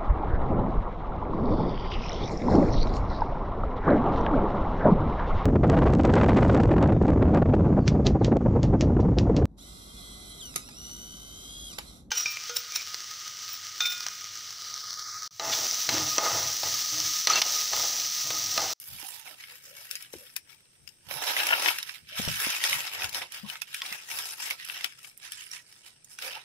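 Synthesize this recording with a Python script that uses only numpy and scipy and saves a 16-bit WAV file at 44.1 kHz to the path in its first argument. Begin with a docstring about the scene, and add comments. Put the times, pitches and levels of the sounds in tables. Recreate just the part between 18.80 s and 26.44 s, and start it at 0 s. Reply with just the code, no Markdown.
"""A forest floor: gloved hands work through dry leaf litter, close to a hand-held stereo microphone.
Leaves rustle as thousands of tiny noise bursts, each coloured by a ringing blade; stiff blades and twigs
snap as larger bursts, and a dead branch is shoved aside with a woody clatter of decaying modes.
The hand holding the microphone bumps and rubs its housing: swelling low tones and rumbling noise.
Behind lies a faint, steady background of coloured noise with a hiss band in the treble."""
import sys
import numpy as np
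from scipy import signal
from scipy.fft import rfft, irfft, next_fast_len
from scipy.io import wavfile
from scipy.ndimage import uniform_filter1d

SR = 44100
rng = np.random.default_rng(int(sys.argv[2]) if len(sys.argv) > 2 else 0)


def wrap_up_sound(samples):
    """Save the sound to the file named by the first command line argument, as 16-bit audio."""
    columns = np.atleast_2d(samples).T
    # keep every value between -1 and 1, then stretch to whole-number steps
    tamed = np.clip(columns, -1, 1)
    steps = np.round(tamed * 32767).astype(np.int16)
    wavfile.write(sys.argv[1], SR, steps)


N = 336924  # samples
TIME = np.arange(N) / SR
HZ = np.maximum(np.fft.rfftfreq(next_fast_len(N, True), 1 / SR), 1)
SNAP_SIZE = 2048  # samples in one fracture
SNAP_HZ = np.maximum(np.fft.rfftfreq(SNAP_SIZE, 1 / SR), 1)

# relative spectrum of breaking dry leaf: frequency_hz, density_db (per Hz)
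LEAF_SPECTRUM = [(150, -39), (300, -19), (480, -15.5), (700, -10), (1100, -7.5), (1500, -2.5), (2600, 2),
                 (4300, -4.5), (5400, 0), (6500, -7.5), (8000, -10), (10500, -5), (12300, -7.5),
                 (15500, -13.5)]

# Everywhere below, a positive left_right_db means louder on the left.


def from_db(db):
    """Decibels to amplitude gain."""
    return 10 ** (np.asarray(db) / 20)


def rms_one(x):
    """Scale to rms 1."""
    return x / np.sqrt(np.mean(x ** 2) + 1e-20)


def in_time(rows):
    """Interpolate the columns of a curve, whose first column is time, at every sample."""
    s, *columns = np.transpose(rows)
    return [np.interp(TIME, s, column) for column in columns]


def at_hz(points, hz):
    """Read a spectrum on a log-frequency axis."""
    point_hz, db = np.transpose(points)
    return np.interp(np.log(hz), np.log(point_hz), db)


def panned(pan_db):
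    """Left and right gains of constant power."""
    gains = from_db(np.array([[.5], [-.5]]) * pan_db)
    return gains / np.sqrt(np.mean(gains ** 2, axis=0))


def spectrum_of(x):
    """Spectrum of a whole track on the HZ grid."""
    return rfft(x, next_fast_len(N, True))


def track_of(spectrum):
    """Back from the HZ grid to a track."""
    return irfft(spectrum, next_fast_len(N, True))[..., :N]


def add(out, s, sound):
    """Mix a short stereo sound in at time s."""
    i = max(int(s * SR), 0)
    out[:, i:i + sound.shape[1]] += sound[:, :N - i]


def wander(per_s, count=4000):
    """A random course through per_s fresh values a second, joined by straight lines."""
    return np.interp(TIME * per_s, np.arange(count), rng.standard_normal(count))


def noise(points, alike_hz):
    """Coloured stereo noise of rms 1; the ports share half its power at alike_hz and more below."""
    shared = spectrum_of(rng.standard_normal(N))
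    own = spectrum_of(rng.standard_normal((2, N)))
    alike = 1 / (1 + (HZ / alike_hz) ** 2)
    mixed = np.sqrt(alike) * shared + np.sqrt(1 - alike) * own
    return rms_one(track_of(mixed * from_db(at_hz(points, HZ))))


def gestures(rows, resting, attack_db_per_s, slope_db, release_db_per_s):
    """Attack, sloping hold and release per row over a resting state: level, then power-weighted columns."""
    t = TIME[::40]
    s, length_s, db, *columns = np.transpose(rows)[:, :, None]
    # a row's level is reached halfway through its hold
    hold_db = db + slope_db * (np.clip((t - s) / length_s, 0, 1) - .5)
    attack_db = attack_db_per_s * np.maximum(s - t, 0)
    release_db = release_db_per_s * np.maximum(t - s - length_s, 0)
    power = from_db(hold_db - attack_db - release_db) ** 2
    rest = from_db(resting[0]) ** 2
    total = power.sum(axis=0) + rest
    blends = [((power * column).sum(axis=0) + rest * value) / total
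              for column, value in zip(columns, resting[1:])]
    return in_time(np.transpose([t, 10 * np.log10(total), *blends]))


def stirring():
    """Level, body, crispness and direction of the litter as the glove's strokes pass through it."""
    # strokes of the glove: start_s, length_s, level_db (relative), body_db, crispness_db, left_right_db
    strokes = [(0, 0.073, -59, -5, 15, 1), (.08, 0.078, -51, 3.5, 6.5, -2.5),
               (.19, 0.17, -49, 3.5, 7.5, -9), (.37, 0.096, -53.5, -7, 0, -9),
               (.46, 0.057, -49, 12.5, 1.5, -8), (.59, 0.18, -51, -6.5, -1.5, 1),
               (.84, 0.058, -53.5, -6, 2, -0.5), (.96, 0.099, -51, 0, 3.5, 0.5),
               (1.11, .055, -47.5, -11, 2, 3), (1.21, 0.048, -50.5, -1, 0.5, 1),
               (1.33, .18, -56, -4, 4, 1.5), (1.70, 0.024, -53.5, -3, -3, 9),
               (2.315, .06, -39, 11.5, 0, -9), (2.42, 0.065, -37, 13, -2, -4.5),
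               (2.475, 0.043, -30.5, 8, -3, -4.5), (2.57, 0.26, -31.5, 9, -3.5, 0),
               (2.855, 0.033, -27, 7.5, -2.5, 2), (2.92, 0.075, -39, -2, -4.5, 1.5),
               (3.07, 0.084, -45, -4.5, -3.5, -7.5), (3.295, 0.058, -45.5, -20, -9, -0.5),
               (3.375, 0.12, -35, 2, -2.5, -1.5), (3.51, 0.086, -37, -11, 0, -1),
               (3.60, 0.17, -32, 1, -1, -0.5), (3.835, 0.11, -30.5, 2, -1.5, 0.5),
               (3.97, 0.031, -33, 1.5, -3, .5), (4.04, 0.049, -39.5, 5, -1.5, 2),
               (4.13, 0.083, -37.5, 6, -3.5, 0), (4.235, 0.013, -34.5, 9.5, -2, 0),
               (4.355, 0.016, -33.5, 6, -3.5, 0), (4.42, 0.0068, -42.5, 13.5, -5, -5),
               (4.545, 0.039, -41.5, -1, -3, 0.5), (4.69, 0.047, -41.5, 2, -2, -0.5),
               (4.88, .045, -52.5, -2, 2, -3), (4.945, 0.039, -41, -10, -3, 2.5),
               (5.035, 0.12, -43, 5.5, -0.5, 2), (5.18, 0.069, -48, 0, 0, 2), (5.305, .12, -40, 5, 3, 1),
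               (5.45, 0.075, -42, 2, 3.5, 2), (5.60, 0.079, -39.5, 0.5, 1, 2),
               (5.71, 0.0079, -40, 8, -0.5, -3), (5.80, 0.092, -45, -14, -4.5, -3),
               (5.89, 0.17, -44, 4, 0.5, -1), (6.10, 0.023, -50.5, -21, -3.5, 3),
               (6.18, 0.035, -56.5, -14, 2, 0), (6.24, 0.041, -53.5, 2.5, 10, 1.5),
               (6.44, 0.027, -43, -4, -0.5, -6), (6.53, 0.087, -46.5, -10, 2.5, -5),
               (6.63, 0.053, -55, -11, 6, -9), (6.735, 0.025, -44.5, -2.5, 5.5, -7),
               (6.88, 0.12, -60.5, 2, 7, -4.5), (7.063, 0.011, -51, 2, 5, -5),
               (7.31, 0.035, -60.5, 4, 18.5, -6.5), (7.425, 0.059, -40.5, 5.5, 2, -3.5),
               (7.51, 0.072, -43, 6, -6, -5)]
    # leaves under a resting hand: level_db (relative), body_db, crispness_db, left_right_db
    resting_litter = (-70, 2, -0.5, 0.5)
    # a stroke bites in quickly, eases by 1 dB as it goes, and the leaves settle after it
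    return gestures(strokes, resting_litter, attack_db_per_s=418.5, slope_db=-1, release_db_per_s=265)


def tone_db(hz, body_db, crisp_db, body_hz=(750, 1500), crisp_hz=(3200, 8000)):
    """Thick, pressed litter adds body; thin dry edges add crispness."""
    body = body_db * np.interp(np.log(hz), np.log(body_hz), [1, 0])
    crispness = crisp_db * np.interp(np.log(hz), np.log(crisp_hz), [0, 1])
    return body + crispness


def rustle(stir, count=26, patchy_db=3.0, shifts_per_s=30, gain_db=1.5, clump_db=2.0, clumps_per_s=170):
    """Crackle follows the stirring in clumps; its colour shifts as other leaves come under the glove."""
    # slow course of the level above about 10 kHz: time_s, treble_db
    top_treble = [(0, 4.5), (1.6, 3), (2.4, 4), (5.9, -1), (6.3, -5.5), (7.3, -9.5), (7.45, 1.5),
                  (7.64, -3)]
    level_db, body_db, crisp_db, pan_db = stir
    top_treble_db, = in_time(top_treble)
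    grains = spectrum_of(crackle(level_db) + flicks())
    level_db = level_db + gain_db + clump_db * wander(clumps_per_s)
    centres = np.geomspace(300, 14000, count)
    out = 0
    for hz, pick in zip(centres, np.eye(count)):
        # overlapping triangular bands
        band = track_of(grains * np.interp(np.log(HZ), np.log(centres), pick))
        patches_db = patchy_db * min(hz / 1800, 1) * wander(shifts_per_s)
        top_share = np.interp(hz, [9500, 12000], [0, 1])
        colour_db = tone_db(hz, body_db, crisp_db) + patches_db + top_share * top_treble_db
        out = out + band * from_db(level_db + colour_db)
    return out * panned(pan_db)


def crackle(level_db, count=40):
    """Tiny fractures dealt to leaves of varied pitch and direction; harder stirring breaks more."""
    per_s = np.minimum(2000 * from_db(.35 * (level_db + 47)), 6000)
    born = np.flatnonzero(rng.random(N) < per_s / SR)
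    size_db = 3.4 * np.minimum(rng.exponential(1, N), 4.2)
    sizes = (from_db(size_db) * rng.choice([-1, 1], N))[born]
    dealt = rng.integers(0, count, N)[born]
    colour_db = at_hz(LEAF_SPECTRUM, SNAP_HZ)
    out = np.zeros((2, N))
    for k, ring_hz in enumerate(np.geomspace(800, 13000, count)):
        lead_ms = rng.normal(0, .15)
        leaf = fracture(colour_db, ring_hz, lead_ms, decay_s=0.0015, ring_db=12.5, ring_q=8.9, scatter=0.25)
        leaf = rms_one(leaf[:, :SNAP_SIZE // 4])
        for i, size in zip(born[dealt == k], sizes[dealt == k]):
            add(out, i / SR, size * leaf)
    # even out the running level, which the stirring sets afterwards
    power = uniform_filter1d(np.mean(out ** 2, axis=0), size=900)
    return out / np.sqrt(np.maximum(power, 0) + 0.11 * power.mean())


def flicks(per_s=100, size_db=-1.5, spread_db=3.5, cycles=13, count=2000):
    """Stiff blades spring free of one another and ring briefly, each at a pitch of its own."""
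    out, t = np.zeros((2, N)), TIME[:SNAP_SIZE]
    draws = zip(rng.random((count, 3)), rng.standard_normal((count, 2)))
    for (wait, pitch, turn), (size, side) in draws:
        s = wait * count / per_s
        if s < TIME[-1]:
            hz = 1900 * (12000 / 1900) ** pitch
            envelope = (1 - np.exp(-t / 0.0012)) * np.exp(-t * hz / cycles)
            port_t = t + side * np.array([[.0001], [0]])  # the left port leads or lags
            wave = envelope * np.sin(2 * np.pi * (hz * port_t + turn))
            level_db = size_db + .6 * at_hz(LEAF_SPECTRUM, hz) + spread_db * min(size, 2)
            add(out, s, wave * from_db(level_db) * panned(3 * side))
    return out


def causal(db):
    """Minimum-phase response with these magnitudes: nothing sounds before the blow."""
    cepstrum = irfft(np.log(from_db(db)))
    cepstrum[1:SNAP_SIZE // 2] *= 2
    cepstrum[SNAP_SIZE // 2 + 1:] = 0
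    return np.exp(rfft(cepstrum))


def fracture(colour_db, ring_hz, lead_ms, decay_s, ring_db, ring_q, scatter):
    """A burst dies in a blade that rings at three pitches; each port adds its own scatter off the litter."""
    t = np.arange(SNAP_SIZE) / SR
    direct = rng.standard_normal(SNAP_SIZE) * np.exp(-t / decay_s)
    scattered = scatter * rng.standard_normal((2, SNAP_SIZE)) * np.exp(-t / (4.25 * decay_s))
    # a positive lead reaches the left port first
    lag_s = np.maximum(np.array([[-lead_ms], [lead_ms]]), 0) / 1000
    burst = rfft(direct) * np.exp(-2j * np.pi * SNAP_HZ * lag_s) + rfft(scattered)
    modes = [(ring_hz, 1), (0.551 * ring_hz, .7), (1.376 * ring_hz, .6)]
    ring = sum(share * ring_db / (1 + (ring_q * (SNAP_HZ / hz - hz / SNAP_HZ)) ** 2) for hz, share in modes)
    return irfft(burst * causal(colour_db + ring))


def snaps(stir, gain_db=-.5, strain_db=-20, strain_s=0.0052, body_share=1.0, ring_db_per_octave=5):
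    """Stiff leaves and twigs break after a faint early crack, with the body of the litter around them."""
    # main breaks: start_s, level_db (onset rms before gain_db), ring_hz, crispness_db, left_right_db
    main_breaks = [(.226, -41, 1010, 0, -20.5), (.4756, -40.5, 2170, -5, -2), (.638, -39, 2170, -14, -2),
                   (1.1113, -27.5, 2710, 9, 7), (1.1542, -30, 4850, 5.5, 3.5), (1.2243, -38, 3740, 23, 5.5),
                   (1.3324, -39.5, 4100, 23, 7), (1.338, -43, 1150, -6, 3), (1.5633, -24.5, 1840, 7.5, 7.5),
                   (2.0755, -38.5, 5100, 2, 26), (2.0895, -43.5, 5060, 4, 21),
                   (2.3114, -31.5, 1120, -17, -4.5), (2.566, -21, 2040, -12, -4.5),
                   (2.6684, -23, 2500, 6, -5), (2.8595, -19.5, 1770, -16, 10), (2.884, -18, 2600, -18, 6),
                   (2.9858, -26.5, 2550, 4, 2), (3.0286, -28.5, 3750, 6, -7), (3.0934, -31, 1900, -7, -3.5),
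                   (3.483, -27.5, 5700, 1, -1), (3.8395, -19, 3460, 0.5, 0),
                   (3.9294, -20, 2090, -3.5, -2.5), (4.2207, -27, 2500, -10, -2),
                   (4.2444, -29.5, 2730, 1, 6), (4.293, -34, 3100, 8, 9), (4.3288, -36, 2500, 10, -0.5),
                   (4.3459, -28, 3020, 0, 14), (4.4182, -32, 2020, -16, 2), (4.5211, -35, 3050, 10, -10),
                   (4.6993, -30.5, 2940, 4, 17), (4.7555, -36.5, 950, -13, -2.5),
                   (4.8182, -25.5, 2560, 1, -11.5), (4.9445, -28.5, 2470, 6, -0.5),
                   (5.0186, -27, 3500, -4, -0.5), (5.1254, -29, 2010, 1.5, -4), (5.3142, -32, 2330, 0, 12),
                   (5.3876, -29, 2610, 10, -15), (5.7019, -30.5, 2270, 10, 5.5),
                   (5.708, -24, 2230, -3, -4.5), (5.8493, -37, 3170, 31, -6.5),
                   (5.8984, -29, 2660, -18, 12.5), (5.9668, -37, 1970, -5, -1),
                   (6.044, -21.5, 2450, -3.5, 9), (6.2456, -40.5, 2220, -16, 24),
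                   (6.3755, -42, 2390, 34, -7), (6.5203, -31.5, 3210, 9, 7), (6.7142, -35.5, 5640, 7, -6),
                   (6.925, -48.5, 2340, 13, 1), (7.2447, -45.5, 6700, 20, -7.5),
                   (7.3881, -34.5, 2730, 2.5, -1)]
    stir_db, litter_body_db = stir[:2]
    out = np.zeros((2, N))
    for s, level_db, ring_hz, crisp_db, pan_db in list(main_breaks) + small_snaps(stir_db):
        body_db = -8 + body_share * litter_body_db[int(s * SR)]
        colour_db = at_hz(LEAF_SPECTRUM, SNAP_HZ) + tone_db(SNAP_HZ, body_db, crisp_db)
        # a break well to one side reaches the nearer port up to 0.341 ms sooner
        lead_ms = 0.341 * np.tanh(pan_db / 9)
        # small, high-pitched twigs ring out more strongly
        ring_db = 11 + ring_db_per_octave * max(np.log2(ring_hz / 2600), 0)
        for early_s, part_db in [(0, 0), (strain_s, strain_db)]:
            snap = fracture(colour_db, ring_hz, lead_ms, 0.0027, ring_db, ring_q=9, scatter=.22)
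            onset_rms = np.sqrt(np.mean(snap[:, :SR // 200] ** 2))  # first 5 ms
            gain = from_db(level_db + gain_db + part_db) * panned(pan_db)
            add(out, s - early_s, snap / onset_rms * gain)
    return out


def small_snaps(stir_db, per_s=9, above_stir_db=4, spread_db=2.5, crisp_db=-4.5, crisp_spread_db=7,
                pan_spread_db=6, count=200):
    """Rows like the main breaks for lesser ones: random in time, their level following the stirring."""
    wait, pitch = rng.random((count, 2)).T
    size, crisp, side = rng.standard_normal((count, 3)).T
    s = wait * count / per_s
    ring_hz = 1700 * (4500 / 1700) ** pitch
    level_db = np.interp(s, TIME, stir_db) + above_stir_db + spread_db * size
    columns = [s, level_db, ring_hz, crisp_db + crisp_spread_db * crisp, pan_spread_db * side]
    return list(np.transpose(columns)[s < TIME[-1]])


def branch(pan_db=5.0, lead_s=0.00023, vary_db=4.0):
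    """Knocks strike the modes of dead wood, each a little differently; the left port hears them first."""
    # knocks as the branch is shoved aside: start_s, peak_db (before panning)
    knocks = [(2.6325, -18), (2.6895, -12), (2.7063, -13), (2.7097, -12), (2.7235, -12), (2.7265, -12),
              (2.7309, -7), (2.7338, -13), (2.7372, -9), (2.7495, -19), (2.9025, -20)]
    # modes of the wood: pitch_hz, level_db (before variation and filter), t60_s
    wood_modes = [(660, -9.5, 0.028), (1000, -7.5, .03), (1424, -2.5, 0.06), (1770, 3, 0.017),
                  (2170, 7.5, 0.0095), (2780, 7.5, 0.0095), (3180, -3, 0.013), (5030, -14, .006)]
    out = np.zeros((2, N))
    t = np.maximum(TIME[:SR // 8] - np.array([[0], [lead_s]]), 0)
    # a thin stick gives no bass, soft bark no treble
    radiated = signal.butter(3, [650, 3600], "band", fs=SR, output="sos")
    for s, peak_db in knocks:
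        knock = 0
        for k, (hz, db, t60_s) in enumerate(wood_modes):
            mode_db = db + vary_db * rng.standard_normal() - 60 * t / t60_s
            knock = knock + (-1) ** k * from_db(mode_db) * np.sin(2 * np.pi * hz * t)
        knock = signal.sosfilt(radiated, knock)
        add(out, s, knock / np.abs(knock).max() * from_db(peak_db) * panned(pan_db))
    return out


def scrapes(half_width_hz=55):
    """Rubbing excites one narrow, gliding, hollow resonance that swells and fades."""
    # hollow scrapes: start_s, length_s, level_db (rms), first_hz, last_hz, left_right_db
    glides = [(.21, 0.073, -55.5, 797, 823, -9), (0.265, 0.22, -64, 910, 863, -15),
              (0.466, 0.068, -63, 777, 597, -22), (0.673, 0.11, -69.5, 512, 534, -12),
              (0.808, 0.24, -64, 508, 610, 12), (1.082, 0.096, -66, 556, 512, 13),
              (1.354, 0.12, -62.5, 565, 508, 6), (3.299, 0.12, -58.5, 544, 752, 10),
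              (4.638, 0.034, -56, 1036, 1020, -11), (5.012, 0.028, -49, 1026, 1000, 5),
              (7.41, 0.12, -55.5, 475, 564, -5), (7.555, 0.038, -48.5, 861, 884, 0)]
    out = np.zeros((2, N))
    lowpass = signal.butter(2, half_width_hz, fs=SR, output="sos")
    for s, length_s, level_db, first_hz, last_hz, pan_db in glides:
        n = int(length_s * SR)
        friction = signal.sosfilt(lowpass, rng.standard_normal((2, SR)))[:, -n:]
        turn = 2 * np.pi * np.cumsum(np.linspace(first_hz, last_hz, n)) / SR
        tone = friction[0] * np.cos(turn) + friction[1] * np.sin(turn)
        tone = tone * np.sin(np.linspace(0, np.pi, n))
        add(out, s, rms_one(tone) * from_db(level_db) * panned(pan_db))
    return out


def undergrowth(x, t60_s=0.082):
    """Stems and trunks scatter back a short tail: decaying noise of unit energy in each port."""
    t = TIME[:SR // 4]
    tail = rng.standard_normal((2, len(t))) * from_db(-60 * t / t60_s) * (1 - np.exp(-t / 0.0016))
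    tail /= np.sqrt(np.sum(tail ** 2, axis=1, keepdims=True))
    return signal.oaconvolve(x, tail, axes=1)[:, :N]


def lingering(x, ring_hz=5400, half_width_hz=350, ring_db=-17, ring_t60_s=0.31):
    """A faint, narrow treble ring of decaying noise hangs on after each sharp break."""
    t = TIME[:SR // 3]
    edges_hz = [ring_hz - half_width_hz, ring_hz + half_width_hz]
    band = signal.butter(2, edges_hz, "band", fs=SR, output="sos")
    tail = rng.standard_normal((2, len(t))) * from_db(-60 * t / ring_t60_s)
    tail = signal.sosfilt(band, tail / np.sqrt(np.sum(tail ** 2, axis=1, keepdims=True)))
    return from_db(ring_db) * signal.oaconvolve(x, tail, axes=1)[:, :N]


def handling():
    """The hand on the microphone: a rumbling, sliding grip and soft bumps on the housing."""
    return grip() + bumps()


def grip(rub_db=-4.5):
    """Fingers slide on the housing as low noise, over the fainter rumble of the resting grip."""
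    # slides: start_s, length_s, level_db (before rub_db), left_right_db
    slides = [(.11, 0.056, -50.5, 16), (1.355, 0.012, -53, 5), (2.03, .04, -57, 10),
              (2.28, 0.051, -51, -28), (3.22, 0.1, -59.5, 4), (3.40, 0.026, -41.5, 7),
              (3.48, 0.034, -34.5, 8), (3.67, .02, -57, -16), (3.92, 0.046, -48, 24), (4.16, 0.13, -56, 18),
              (4.33, 0.11, -59, 8), (4.63, 0.024, -53, 22), (5.34, 0.042, -60, 8)]
    # resting grip: level_db (before rub_db), left_right_db
    resting_grip = (-73.5, 0.72)
    # relative spectrum of the rubbing: frequency_hz, density_db (per Hz)
    rub_spectrum = [(20, -29), (45, -4.5), (85, 8.5), (150, 7), (250, -3), (450, -40), (1200, -64.5)]
    # a slide slips quickly, eases by half a decibel on its way, and sticks more slowly
    level_db, pan_db = gestures(slides, resting_grip, attack_db_per_s=500, slope_db=-.5, release_db_per_s=253)
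    return noise(rub_spectrum, alike_hz=59.7) * from_db(level_db + rub_db) * panned(pan_db)


def bumps(overtone_db=-13, overtone_ratio=2.21, scuff_db=-17, scuff_hz=750):
    """Soft bumps swell and die in the housing's low resonances, with a scuff of skin."""
    # dull bumps: start_s, level_db (at the top of the swell), pitch_hz, swell_s, left_right_db
    hits = [(0.229, -51, 314, 0.0029, -13), (1.336, -35, 460, 0.003, 7), (1.35, -41, 343, 0.005, 4),
            (2.355, -53, 143, 0.012, -24), (3.395, -27, 204, 0.0032, 13), (3.475, -32.5, 125, 0.0029, 19),
            (3.484, -43.5, 583, 0.0038, 20), (3.61, -48, 436, 0.0069, 12), (3.668, -37.5, 258, 0.0023, -20),
            (4.237, -46, 93, 0.012, 17), (4.629, -43.5, 205, 0.014, 22.5), (5.114, -54.5, 205, 0.0055, 20)]
    # after each bump the hand settles once more: later, softer, lower and slower
    rebounds = [(s + 0.019, db - 17, hz * 0.72, swell_s * 1.7, pan_db) for s, db, hz, swell_s, pan_db in hits]
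    out = np.zeros((2, N))
    t = TIME[:SR // 5]
    skin = signal.butter(2, [200, scuff_hz], "band", fs=SR, output="sos")
    for s, level_db, hz, swell_s, pan_db in list(hits) + rebounds:
        swell = (t / swell_s * np.exp(1 - t / swell_s)) ** 2
        turn = 2 * np.pi * hz * t
        overtone = from_db(overtone_db) * np.exp(-t / 0.0037) * np.sin(overtone_ratio * turn)
        scuff = rms_one(signal.sosfilt(skin, rng.standard_normal(len(t))))
        # quicker bumps scuff harder
        scuff = from_db(scuff_db) * scuff * 0.0069 / swell_s
        bump = swell * (np.sin(turn) + overtone + scuff)
        add(out, s, bump * from_db(level_db + np.array([[.5], [-.5]]) * pan_db))
    return out


def background(level_db=-63.5):
    """Steady, faint coloured noise behind everything, alike in both ports only in the bass."""
    # relative spectrum of the steady background noise, with a hiss band near 8.5 kHz:
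    # frequency_hz, density_db (per Hz)
    background_spectrum = [(20, -10), (60, -15), (130, -0.5), (220, -11), (420, -10), (650, -15),
                           (1100, -22.5), (2600, -15.5), (4400, -18.5), (5500, -8.5), (7000, -24),
                           (8500, -3.5), (10000, -16.5), (15500, -48)]
    return from_db(level_db) * noise(background_spectrum, alike_hz=447)


def scene():
    """Litter and breaks with their tails, handling, and the steady background noise."""
    stir = stirring()
    leaves = rustle(stir) + scrapes()
    breaks = snaps(stir) + branch()
    scattered = undergrowth(from_db(-6) * leaves + from_db(-16) * breaks)
    return leaves + breaks + scattered + lingering(breaks) + handling() + background()


def record(dry):
    """The top is cut steeply above 15.6 kHz."""
    return signal.sosfilt(signal.ellip(10, .2, 70, 15600, fs=SR, output="sos"), dry)


dry = scene()
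out = record(dry)
wrap_up_sound(out)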